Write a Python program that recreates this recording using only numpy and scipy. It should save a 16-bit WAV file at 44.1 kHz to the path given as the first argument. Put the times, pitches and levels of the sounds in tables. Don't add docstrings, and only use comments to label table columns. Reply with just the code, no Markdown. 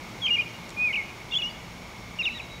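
import sys
import numpy as np
from scipy import signal
from scipy.fft import rfft, irfft, next_fast_len
from scipy.io import wavfile
from scipy.ndimage import map_coordinates

SR = 44100
rng = np.random.default_rng(int(sys.argv[2]) if len(sys.argv) > 2 else 0)


def master(y):
    cut = np.clip(np.atleast_2d(y).T, -1, 1)
    pcm = np.round(cut * 32767)
    wavfile.write(sys.argv[1], SR, pcm.astype(np.int16))


N = 114660
T = np.arange(N) / SR


# (time in seconds, pitch in Hz, level in dB).
LOW_NOTES = [ (-29, [(.281, 2470, -26), (.294, 2416, -27), (.303, 2290, -30)]), (-33, [(.300, 2570, -32),
             (.303, 2840, -34), (.308, 2836, -20), (.329, 2827, -21.5), (.340, 2882, -21.5),
             (.353, 2846, -22), (.360, 2750, -23)]), (-33.5, [(.360, 2560, -38), (.370, 2357, -27.5),
             (.378, 2130, -36), (.386, 2408, -24), (.402, 2466, -20.5), (.413, 2370, -28.5)]),
             (-39, [(.763, 2394, -46), (.773, 2424, -35.5), (.801, 2464, -25.5), (.843, 2511, -23.5),
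             (.868, 2438, -24.5), (.880, 2436, -23.5), (.889, 2288, -28.5), (.915, 2133, -29),
             (.924, 1980, -42)]), (-34, [(.927, 2630, -35), (.933, 3078, -32.5), (.945, 2578, -25),
             (.953, 2244, -30), (.959, 2976, -26), (.971, 2347, -27), (.982, 2209, -27.5),
             (1.002, 2174, -29), (1.024, 2020, -43)]), (-29, [(1.320, 2790, -32.5), (1.333, 2812, -30),
             (1.343, 2760, -29), (1.349, 3025, -39), (1.355, 3210, -19), (1.364, 2970, -48)]),
             (-32, [(1.385, 2830, -31), (1.393, 2927, -30.5), (1.405, 2890, -31), (1.417, 2374, -40.5),
             (1.427, 2900, -27), (1.441, 2810, -29.5), (1.460, 2870, -29.5), (1.481, 2970, -35.5),
             (1.497, 2840, -37)]), (-26, [(2.186, 2220, -40), (2.190, 2940, -31), (2.196, 2798, -26),
             (2.210, 2738, -26), (2.220, 2524, -27.5), (2.228, 2040, -39)]), (-26, [(2.251, 2300, -34),
             (2.257, 3003, -24.5), (2.263, 2840, -24.5), (2.278, 2600, -24), (2.293, 2060, -35)]),
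             (-30, [(2.292, 2805, -37), (2.300, 2654, -33), (2.314, 2600, -40), (2.335, 2750, -43),
             (2.353, 2840, -43)]), (-25, [(2.348, 1910, -46), (2.368, 1940, -48), (2.388, 1760, -55)]),
             (-32, [(2.398, 2640, -31), (2.404, 2550, -33.5), (2.413, 2100, -42)]), ]
HIGH_NOTES = [ (-26, [(.206, 3800, -54), (.215, 3520, -54), (.220, 3400, -34), (.229, 3320, -31),
              (.259, 3160, -24), (.266, 3056, -21), (.273, 2270, -30.5), (.280, 2220, -52)]),
              (-41.5, [(.272, 3250, -29), (.279, 3100, -26.5), (.284, 2770, -29)]),
              (-28, [(.408, 3070, -33), (.416, 3030, -34.5), (.426, 2520, -31)]), (-32, [(1.309, 3260, -40),
              (1.321, 3700, -38), (1.328, 3280, -33)]), (-32, [(1.335, 3500, -31), (1.345, 3210, -25.5),
              (1.350, 3386, -32), (1.355, 3300, -29.5), (1.365, 3433, -23), (1.374, 3390, -21.5),
              (1.383, 3550, -35)]), (-40, [(1.383, 6950, -44), (1.391, 6850, -46)]),
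              (-33, [(1.415, 3440, -47), (1.420, 3460, -30.5), (1.427, 3200, -33)]),
              (-35, [(1.436, 4730, -52), (1.440, 5780, -47), (1.446, 6200, -47.5), (1.458, 4750, -52),
              (1.470, 6200, -55), (1.480, 6850, -63), (1.505, 6880, -65)]), (-35, [(1.497, 4350, -50),
              (1.507, 4720, -49), (1.522, 4850, -55)]), (-42, [(2.226, 3790, -39.5), (2.241, 3806, -31),
              (2.252, 3630, -31.5), (2.260, 3300, -32)]), (-34, [(2.349, 3570, -43), (2.355, 3860, -40),
              (2.380, 3796, -40), (2.390, 3250, -43)]), ]

def songbird():
    return whistle(LOW_NOTES) + whistle(HIGH_NOTES)


def whistle(notes, edge_s=0.0021, octave_db_per_db=0.18):
    out = np.zeros(N)
    waver = 1 + 0.0024 * wobble(rate_hz=250)
    flutter_db = -0.2 * wobble(rate_hz=250)
    octave_flutter_db = 3.5 * wobble(rate_hz=130)
    for overtone_db, curve in notes:
        times_s, hz, db = np.transpose(curve)
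        on = (T > times_s[0]) & (T < times_s[-1])
        t = T[on]
        phase = 2 * np.pi * np.cumsum(np.interp(t, times_s, hz) * waver[on]) / SR
        to_edge_s = np.minimum(t - times_s[0], times_s[-1] - t)
        gate = np.sin(np.pi / 2 * np.clip(to_edge_s / edge_s, 0, 1)) ** 2
        level_db = np.interp(t, times_s, db) + flutter_db[on]
        octave_db = overtone_db + octave_db_per_db * (level_db - db.max()) + octave_flutter_db[on]
        tone = np.sin(phase) + amp(octave_db) * np.sin(2 * phase)
        out[on] += np.sqrt(2) * gate * amp(level_db) * tone
    return out


# start in seconds, echo gain in dB.
PHRASES = [(0, -2.5), (.7, 1), (1.25, -3.5), (2.1, -1)]

def echoes(birds, shimmer_rad=0.52):
    ends_s = [start_s for start_s, _ in PHRASES[1:]] + [np.inf]
    echo = np.zeros(N)
    for (start_s, db), end_s in zip(PHRASES, ends_s):
        echo += amp(db) * yard(birds * (T >= start_s) * (T < end_s))
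    phase_shift = shimmer_rad * wobble(rate_hz=110)
    return np.real(signal.hilbert(echo) * np.exp(1j * phase_shift))


# delay in seconds, relative level in dB.
WALLS = [(0.035, -21.5), (.072, -19.5), (.128, -24), (0.23, -33)]

def yard(x, tail_db=-15.5, t60_s=0.82, rise_s=0.0036, smear_s=0.0068):
    t = T[:SR]
    tail = rng.standard_normal(SR) * amp(-60 * t / t60_s) * (1 - np.exp(-t / rise_s))
    response = amp(tail_db) * tail / np.linalg.norm(tail)
    for delay_s, db in WALLS:
        burst = rng.standard_normal(SR) * (t > delay_s) * np.exp(-np.abs(t - delay_s) / smear_s)
        response += amp(db) * burst / np.linalg.norm(burst)
    return signal.fftconvolve(x, response)[:N]


# (time in seconds, pitch in Hz, level in dB).
FAR_NOTES = [(-40, [(2.262, 4100, -55), (2.315, 4030, -59), (2.342, 3960, -46), (2.365, 4000, -63)]),
             (-43, [(2.412, 3920, -55), (2.432, 3950, -48.5), (2.455, 3850, -63), (2.475, 3870, -61),
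             (2.52, 3865, -47.5), (2.56, 3810, -50.5), (2.585, 3850, -53)])]

def far_bird():
    return whistle(FAR_NOTES)


# frequency in Hz, relative level in dB.
TICK_COLOUR = [(2000, -5), (4500, 0), (7500, 0), (9500, -10), (12000, -26)]
# start in seconds, level in dB.
TICKS = [(.093, -48), (.6924, -38), (0.7043, -38.5)]

def ticks(t60_s=0.013):
    envelope = sum(amp(db - 60 * np.abs(T - start_s) / t60_s) * (T > start_s) for start_s, db in TICKS)
    return envelope * noise(TICK_COLOUR)


# centre in Hz, width in Hz, level in dB.
HUM_BANDS = [(233, 4.9, -64.5), (337, 21, -62), (620, 3.5, -65), (940, 11, -68.5), (1176, 6, -63.5),
             (1245, 8.4, -66)]
# frequency in Hz, level in dB.
HUM_TONES = [(116, -54), (176, -54)]

def machine_hum(drift=0.02015, swell_db=5):
    hum = sum(amp(db) * band(hz, width_hz) for hz, width_hz, db in HUM_BANDS)
    for centre_hz, db in HUM_TONES:
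        hz = centre_hz * (1 + drift * wobble(rate_hz=7))
        swell = amp(swell_db * np.tanh(wobble(rate_hz=6.36)))
        hum += amp(db) * unit(swell * np.sin(2 * np.pi * np.cumsum(hz) / SR))
    return hum


# time in seconds, level in dB.
THROB_LEVELS = [(1.35, -70), (1.5, -54), (2.2, -50.5), (2.6, -54)]

def throb():
    return amp(np.interp(T, *np.transpose(THROB_LEVELS))) * band(centre_hz=57, width_hz=27)


# frequency in Hz, relative density in dB.
AIR_COLOUR = [(15, -51), (25, -7), (150, -4), (215, -3), (297, -8), (457, -9.5), (567, -10), (750, -10),
              (850, -8), (1020, -10), (1410, -14.5), (1800, -16.5), (2170, -11), (2630, -16), (2850, -17),
              (3170, -17), (3440, -17), (4750, -22.5), (5580, -21.5), (8130, -31.5), (14300, -36),
              (15500, -37)]
# centre in Hz, width in Hz, level in dB.
HISS_BANDS = [(2205, 120, -52), (2350, 57, -63), (5490, 57, -64.5), (4445, 150, -66), (6680, 680, -64.5)]

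def rumble_and_hiss(level_db=-43, fade_db_per_s=0.87):
    broad = amp(level_db - fade_db_per_s * (T - T.mean())) * noise(AIR_COLOUR)
    return broad + sum(amp(db) * band(hz, width_hz) for hz, width_hz, db in HISS_BANDS)


def amp(db):
    return 10 ** (np.asarray(db) / 20)


def unit(x):
    return x / np.sqrt(np.mean(x ** 2) + 1e-20)


def wobble(rate_hz):
    return map_coordinates(rng.standard_normal(int(N * rate_hz / SR) + 4), [T * rate_hz])


def filtered(x, response):
    size = next_fast_len(N + SR // 2)
    return irfft(rfft(x, size) * response(np.fft.rfftfreq(size, 1 / SR)), size)[:N]


def noise(colour):
    knots_hz, db = np.transpose(colour)
    white = rng.standard_normal(N)
    return unit(filtered(white, lambda hz: amp(np.interp(np.log(hz + 1), np.log(knots_hz + 1), db))))


def band(centre_hz, width_hz):
    white = rng.standard_normal(N)
    return unit(filtered(white, lambda hz: 1 / np.sqrt(1 + (2 * (hz - centre_hz) / width_hz) ** 4)))


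def scene():
    background = rumble_and_hiss() + machine_hum() + throb() + ticks()
    birds = songbird() + far_bird()
    return (birds + echoes(birds) + background)[None]


def record(dry):
    return filtered(dry[0], lambda hz: hz < 15700)[None]


dry = scene()
out = record(dry)
master(out)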